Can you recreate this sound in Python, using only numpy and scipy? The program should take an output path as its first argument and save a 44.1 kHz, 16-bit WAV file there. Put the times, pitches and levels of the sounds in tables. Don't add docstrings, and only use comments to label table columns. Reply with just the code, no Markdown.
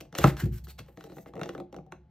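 import sys
import numpy as np
from scipy import signal
from scipy.fft import rfft, irfft, next_fast_len
from scipy.io import wavfile
from scipy.ndimage import uniform_filter1d, map_coordinates

SR = 44100
rng = np.random.default_rng(int(sys.argv[2]) if len(sys.argv) > 2 else 0)


def makeup_ratio(level_db):
    decades = np.asarray(level_db, float) / 20
    return 10 ** decades


def to_wav(sig):
    pcm = np.clip(np.atleast_2d(sig), -1, 1) * 32767
    pcm = np.round(pcm).astype(np.int16)
    wavfile.write(sys.argv[1], SR, pcm.T)


N = 92610
LEAD_S = 0.008


def unit(x):
    return x / np.sqrt(np.mean(x ** 2) + 1e-20)


def along(points, hz):
    point_hz, value = np.transpose(points)
    return np.interp(np.log(hz + 1), np.log(point_hz + 1), value)


def filtered(x, response):
    length = x.shape[-1]
    size = next_fast_len(length + 4096)
    spectrum = rfft(x, size) * response(np.fft.rfftfreq(size, 1 / SR))
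    return irfft(spectrum, size)[..., :length]


def shaped_noise(curve):
    return unit(filtered(rng.standard_normal(N), lambda hz: makeup_ratio(along(curve, hz))))


def add(out, start_s, x):
    part = out[max(round(start_s * SR), 0):][:len(x)]
    part += x[:len(part)]


def ring(modes, swell_cycles, scatter_db):
    t = np.arange(SR // 3) / SR
    hz, level_db, t60_s = np.transpose(modes)[..., None]
    level_luck, pitch_luck = rng.standard_normal((2, 14, 1))[:, :len(modes)]
    decay = makeup_ratio(level_db + scatter_db * level_luck - 60 * t / t60_s)
    swell = (1 - np.exp(-t * hz / swell_cycles)) ** 2
    tone = np.sin(2 * np.pi * hz * t * (1 + scatter_db * 0.0082 * pitch_luck))
    return np.sum(decay * swell * tone, axis=0)


# centre_hz, width_hz, level_db
CARD = [(700, 530, -2), (1330, 330, 5), (2000, 320, 0), (2753, 285, -1.5), (3500, 770, -8), (4200, 340, -6),
        (5895, 880, -8), (12300, 2000, -17.5)]


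def crack(tilt_db):
    t = np.arange(SR // 6) / SR
    attack_s, snap_t60_s, creak_t60_s = 0.00077, 0.014, 0.023
    tail_db, tail_t60_s = -26, 0.13
    creak_db, spike_db = -16, 18
    lag_s = 0.0009

    centre_hz = np.transpose(CARD)[0]
    tint = makeup_ratio(rng.normal(0, 2, len(CARD)) + tilt_db * np.log2(centre_hz / 1500))

    def wall(hz):
        total = 0
        for k, (centre, width, level_db) in enumerate(CARD):
            resonance = 1j * hz * width / (centre * centre - hz * hz + 1j * hz * width)
            total = total + (-1) ** k * tint[k] * makeup_ratio(level_db) * resonance
        return total

    def bend(hz):
        return np.exp(-2j * np.pi * lag_s * 1000 * np.log(1 + hz / 300))

    after = np.clip(t - LEAD_S, 0, None)
    snap = makeup_ratio(-60 * after / snap_t60_s) + makeup_ratio(tail_db - 60 * after / tail_t60_s)
    snap = snap * (1 - np.exp(-after / attack_s))
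    creak = makeup_ratio(creak_db - 60 * np.abs(t - LEAD_S) / creak_t60_s)
    spike = makeup_ratio(spike_db) * (np.arange(len(t)) == round(LEAD_S * SR))
    burst = (snap + creak) * rng.standard_normal(len(t)) + spike
    x = filtered(burst, lambda hz: wall(hz) * bend(hz))
    return x / np.abs(x).max()


# start_s, crack_peak_db, box_ring_db, tilt_db_per_octave
PICKS = [(0.0085, -32.5, -43, 3.5), (0.0527, -51, -62, 0), (0.1264, -39, -49.5, 2),
         (0.1416, -45, -40.5, 1.5), (0.1512, -24, -43, 1.5), (0.1854, -14.5, -27, 5),
         (0.217, -30.5, -47, -2), (0.3684, -31.5, -65, 3), (0.6701, -41, -54.5, -0.5),
         (0.456, -34, -47, 21), (0.582, -39.5, -65, 7), (0.791, -35, -46.5, 3), (0.862, -55.5, -63.5, 6),
         (0.8845, -49, -53, -2), (0.9731, -41, -45, 0.5), (1.0084, -36, -57, 1.5), (1.04, -35.5, -47, 6.5),
         (1.0671, -56, -49, 7), (1.0979, -47.5, -49, -1.5), (1.12, -46.5, -45, 0),
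         (1.1682, -42, -46.5, -3.5), (1.1832, -39.5, -43.5, -6.5), (1.26, -39, -46.5, -4.5),
         (1.2898, -72, -50, -2)]
# start_s, crack_peak_db, box_ring_db, tilt_db_per_octave
STUTTER = [(1.3365, -38.5, -42.5, -4), (1.3546, -45, -39, 4), (1.366, -38, -46, -4.5),
           (1.3776, -43, -38.5, -2), (1.3943, -32.5, -41.5, -5), (1.4139, -25.5, -35.5, -3),
           (1.4329, -25.5, -39.5, 0.5), (1.4586, -34.5, -36.5, 1), (1.491, -27, -36, -0.5),
           (1.5359, -44.5, -46.5, -14), (1.55, -32, -40, -3), (1.579, -37.5, -40, -4.5),
           (1.6011, -32.5, -36, -8), (1.7266, -44.5, -44, 3), (1.7438, -36.5, -47, -8.5),
           (1.7641, -43, -39, 3.5), (1.786, -42, -44.5, -10), (1.8644, -61, -56, 7), (1.915, -63, -71, 9),
           (1.922, -31, -47.5, -3.5)]
# pitch_hz, level_db, t60_s
BOX = [(156.8, -1, 0.087), (183.7, -2.5, 0.12), (217.6, -7.5, 0.12), (248.4, -13.5, 0.094),
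       (300, -1.5, 0.12), (354.8, -0.5, 0.12), (428.8, -6.5, 0.071), (472, -3, 0.12), (506.4, -3, 0.067),
       (549, -6, 0.088), (625, -6, .08), (675.7, -7.5, 0.11), (781.3, -9, 0.13), (873, -24, 0.097)]


def nails():
    out = np.zeros(N)
    crack_trim_db, ring_trim_db = -2.5, -0.5
    for start_s, crack_db, ring_db, tilt_db in list(PICKS) + list(STUTTER):
        add(out, start_s - LEAD_S, makeup_ratio(crack_db + crack_trim_db) * crack(tilt_db))
        add(out, start_s, makeup_ratio(ring_db + ring_trim_db) * ring(BOX, swell_cycles=0.51, scatter_db=3.5))
    return out


# start_s, length_s, level_db, tilt_db_per_octave, squeak_hz
SLIDES = [(0.003, 0.0052, -52.5, 1.5, 3100), (0.142, 0.093, -48, -1, 3500), (0.178, 0.0079, -31, 2, 6840),
          (0.19, 0.11, -38, 0.5, 1566), (0.244, 0.059, -45.5, -5, 2080), (0.295, 0.026, -67.5, -11, 2540),
          (0.363, 0.061, -43.5, 0, 1590), (0.431, 0.025, -51, 1, 1420), (0.515, 0.069, -52, 4, 1500),
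          (0.55, 0.012, -69.5, 7.5, 3085), (0.637, 0.013, -52, 6.5, 4200), (0.676, 0.034, -50.5, 3, 4370),
          (0.778, 0.016, -53, 0, 4090), (0.786, 0.0097, -46, -0.5, 4200), (0.85, 0.13, -71, 7.5, 2730),
          (0.808, 0.12, -72, -4.5, 2980), (0.961, 0.11, -63, 0.5, 3940), (1.069, 0.095, -67.5, 0, 4000),
          (1.123, 0.11, -62, 7, 6220), (1.261, 0.025, -62, -0.5, 2000), (1.335, 0.27, -68.5, 1.5, 2000)]
# freq_hz, level_db
PAPER = [(180, -18), (400, -5.5), (2000, -3), (3600, -10.5), (6300, -11), (9000, -5.5), (13000, -7),
         (16000, -19)]


def slides():
    out = np.zeros(N)
    t = np.arange(SR // 2) / SR
    attack_share, release_s = 0.3, 0.0072
    grit_db, sway_db = 0.5, 3.5
    squeak_db, squeak_q = 7, 11
    for start_s, length_s, level_db, tilt_db, squeak_hz in SLIDES:
        rise = np.clip(t / (attack_share * length_s), 0, 1)
        stroke = rise * np.exp(-np.clip(t - length_s, 0, None) / release_s)
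        grit = unit(uniform_filter1d(rng.standard_normal(len(t)), size=60))
        sway = unit(uniform_filter1d(rng.standard_normal(len(t)), size=500))

        def colour(hz):
            paper = makeup_ratio(along(PAPER, hz) + tilt_db * np.log2(hz / 3000 + 0.0081))
            squeak = makeup_ratio(squeak_db) / (1 + (2 * squeak_q * (hz / squeak_hz - 1)) ** 2)
            return paper * (1 + squeak)

        hiss = filtered(makeup_ratio(grit_db * grit) * rng.standard_normal(len(t)), colour)
        add(out, start_s, makeup_ratio(level_db + sway_db * sway) * stroke * unit(hiss))
    return out


THUMP_HZ = [143, 166, 186, 296, 350, 471, 510, 620, 657, 694, 790, 1015]
# level_db, t60_s
THUMPED_BY = [(3.5, 0.084), (-2, 0.088), (-4, 0.078), (-9, 0.079), (-14.5, 0.12), (-17, 0.081),
              (-14.5, 0.057), (-21, 0.12), (-22, 0.063), (-19, 0.065), (-16.5, 0.088), (-16.5, .05)]


def flick():
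    out = np.zeros(N)
    thump_s, rebound_s = 0.2409, 0.271
    lid = np.c_[THUMP_HZ, THUMPED_BY]
    add(out, thump_s, makeup_ratio(-1) * ring(lid, swell_cycles=1.4, scatter_db=0.5))
    add(out, rebound_s, makeup_ratio(-16.5) * ring(lid, swell_cycles=1.4, scatter_db=1.3))
    add(out, thump_s - LEAD_S, makeup_ratio(-6.5) * crack(tilt_db=-4))
    return out


# start_s, level_db, box_note_db
PALM = [(0.185, -30, -0.5), (0.218, -40, -14), (0.422, -42, 9.5), (0.434, -14, -19), (.465, -28.5, -1.5),
        (.487, -23, -11.5), (0.522, -32.5, -32), (0.539, -28.5, -60), (0.6, -47.5, -43.5),
        (0.631, -38.5, -48), (0.719, -48.5, -24), (0.798, -36, -25)]
# pitch_hz, level_db, t60_s
UNDER_PALM = [(62.5, -11, 0.084), (118, 2, 0.12), (144.3, 2.5, 0.11), (178.1, -5.5, .08),
              (194.2, -8, 0.084), (276, -19, 0.029), (346.5, 0, 0.083)]


def palm():
    out = np.zeros(N)
    *table, (box_hz, _, box_t60_s) = UNDER_PALM
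    for start_s, level_db, box_db in PALM:
        modes = table + [(box_hz, box_db, box_t60_s)]
        add(out, start_s, makeup_ratio(level_db) * ring(modes, swell_cycles=0.67, scatter_db=0.0))
    return out


# time_s, level_db
TABLE = [(0.0, -53), (0.17, -75), (0.2, -40), (0.27, -26.5), (0.3, -46), (0.35, -34.5), (0.39, -51),
         (0.45, -32), (0.55, -34.5), (0.59, -49), (0.62, -42.5), (0.93, -63.5), (1.69, -69.5),
         (1.72, -65.5), (1.81, -57), (1.95, -70), (1.99, -58.5), (2.1, -66)]


def table_top():
    t = np.arange(N) / SR
    note_hz, wander_rad = 62.5, 1.8
    wander = map_coordinates(rng.standard_normal(30), [t * 8])
    swing = makeup_ratio(np.interp(t, *np.transpose(TABLE)))
    return swing * np.sqrt(2) * np.sin(2 * np.pi * note_hz * t + wander_rad * wander)


# freq_hz, level_db
HUM = [(15, -63), (25, -4), (64, 5), (108, -12), (163, -10), (220, -19.5), (290, -51.5), (480, -120)]
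# freq_hz, level_db
AIR = [(59, -35.5), (100, -5.5), (155, 3.5), (297, -23), (718, -24.5), (867, -44.5), (983, -32),
       (15000, -65.5)]


def background():
    t = np.arange(N) / SR
    rumble = makeup_ratio(-64) * shaped_noise(HUM)
    air = makeup_ratio(-60) * shaped_noise(AIR)
    whine = makeup_ratio(-78) * np.sin(2 * np.pi * 856 * t)
    return rumble + air + whine


# freq_hz, t60_s
ROOM = [(200, 0.36), (1000, 0.18), (4000, 0.23), (12000, 0.2)]


def room(x, scale=1):
    delay_s = 0.004
    hz, t, noise = signal.stft(rng.standard_normal(SR // 2), SR, nperseg=128)
    decay = makeup_ratio(-60 * t / (scale * along(ROOM, hz)[:, None]))
    tail = signal.istft(noise * decay, SR, nperseg=128)[1]
    late = np.pad(x, (round(scale * delay_s * SR), 0))
    return signal.fftconvolve(late, tail / np.linalg.norm(tail))[:N]


# freq_hz, level_db
MIC = [(4000, 1.5), (7500, -6), (8600, -6.5), (9300, -7.5), (11000, -15.5), (11800, -10), (13000, -3.5)]
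# freq_hz, level_db
THINNED = [(8300, 0), (8900, -22), (11200, -22), (11700, 0)]
# freq_hz, side_db
WIDTH = [(60, -37), (200, -26.5), (400, -13), (800, -6.5), (2000, -15), (5000, -7.5), (10000, -9),
         (13800, -8.5), (15300, -36.5)]


def ports(hits, heard):
    around = filtered(heard - hits, lambda hz: makeup_ratio(along(THINNED, hz)))
    mid = filtered(hits + around, lambda hz: makeup_ratio(along(MIC, hz)))
    loose_db, loose_size = -2.5, 0.15
    scattered = room(heard, loose_size) + room(heard, 2 * loose_size)

    def spread(hz):
        box_bulge = 0.1 * np.exp(-np.log(hz / 405.3 + 0.01) ** 2)
        return 1j * makeup_ratio(along(WIDTH, hz)) + box_bulge

    side = filtered(heard + makeup_ratio(loose_db) * scattered, spread)
    return np.array([mid + side, mid - side])


def scene():
    hits = nails() + flick() + palm()
    near = hits + slides()
    heard = near + makeup_ratio(-10) * room(near) + table_top() + background()
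    return ports(hits, heard)


def top_cut(x):
    return signal.sosfilt(signal.butter(12, 16000, fs=SR, output="sos"), x)


def record(dry):
    low_hz, top_hz = 38, 15800

    def band(hz):
        return (1j * hz / (low_hz + 1j * hz)) ** 2 / (1 + (hz / top_hz) ** 80)

    return top_cut(filtered(dry, band))


dry = scene()
out = record(dry)
to_wav(out)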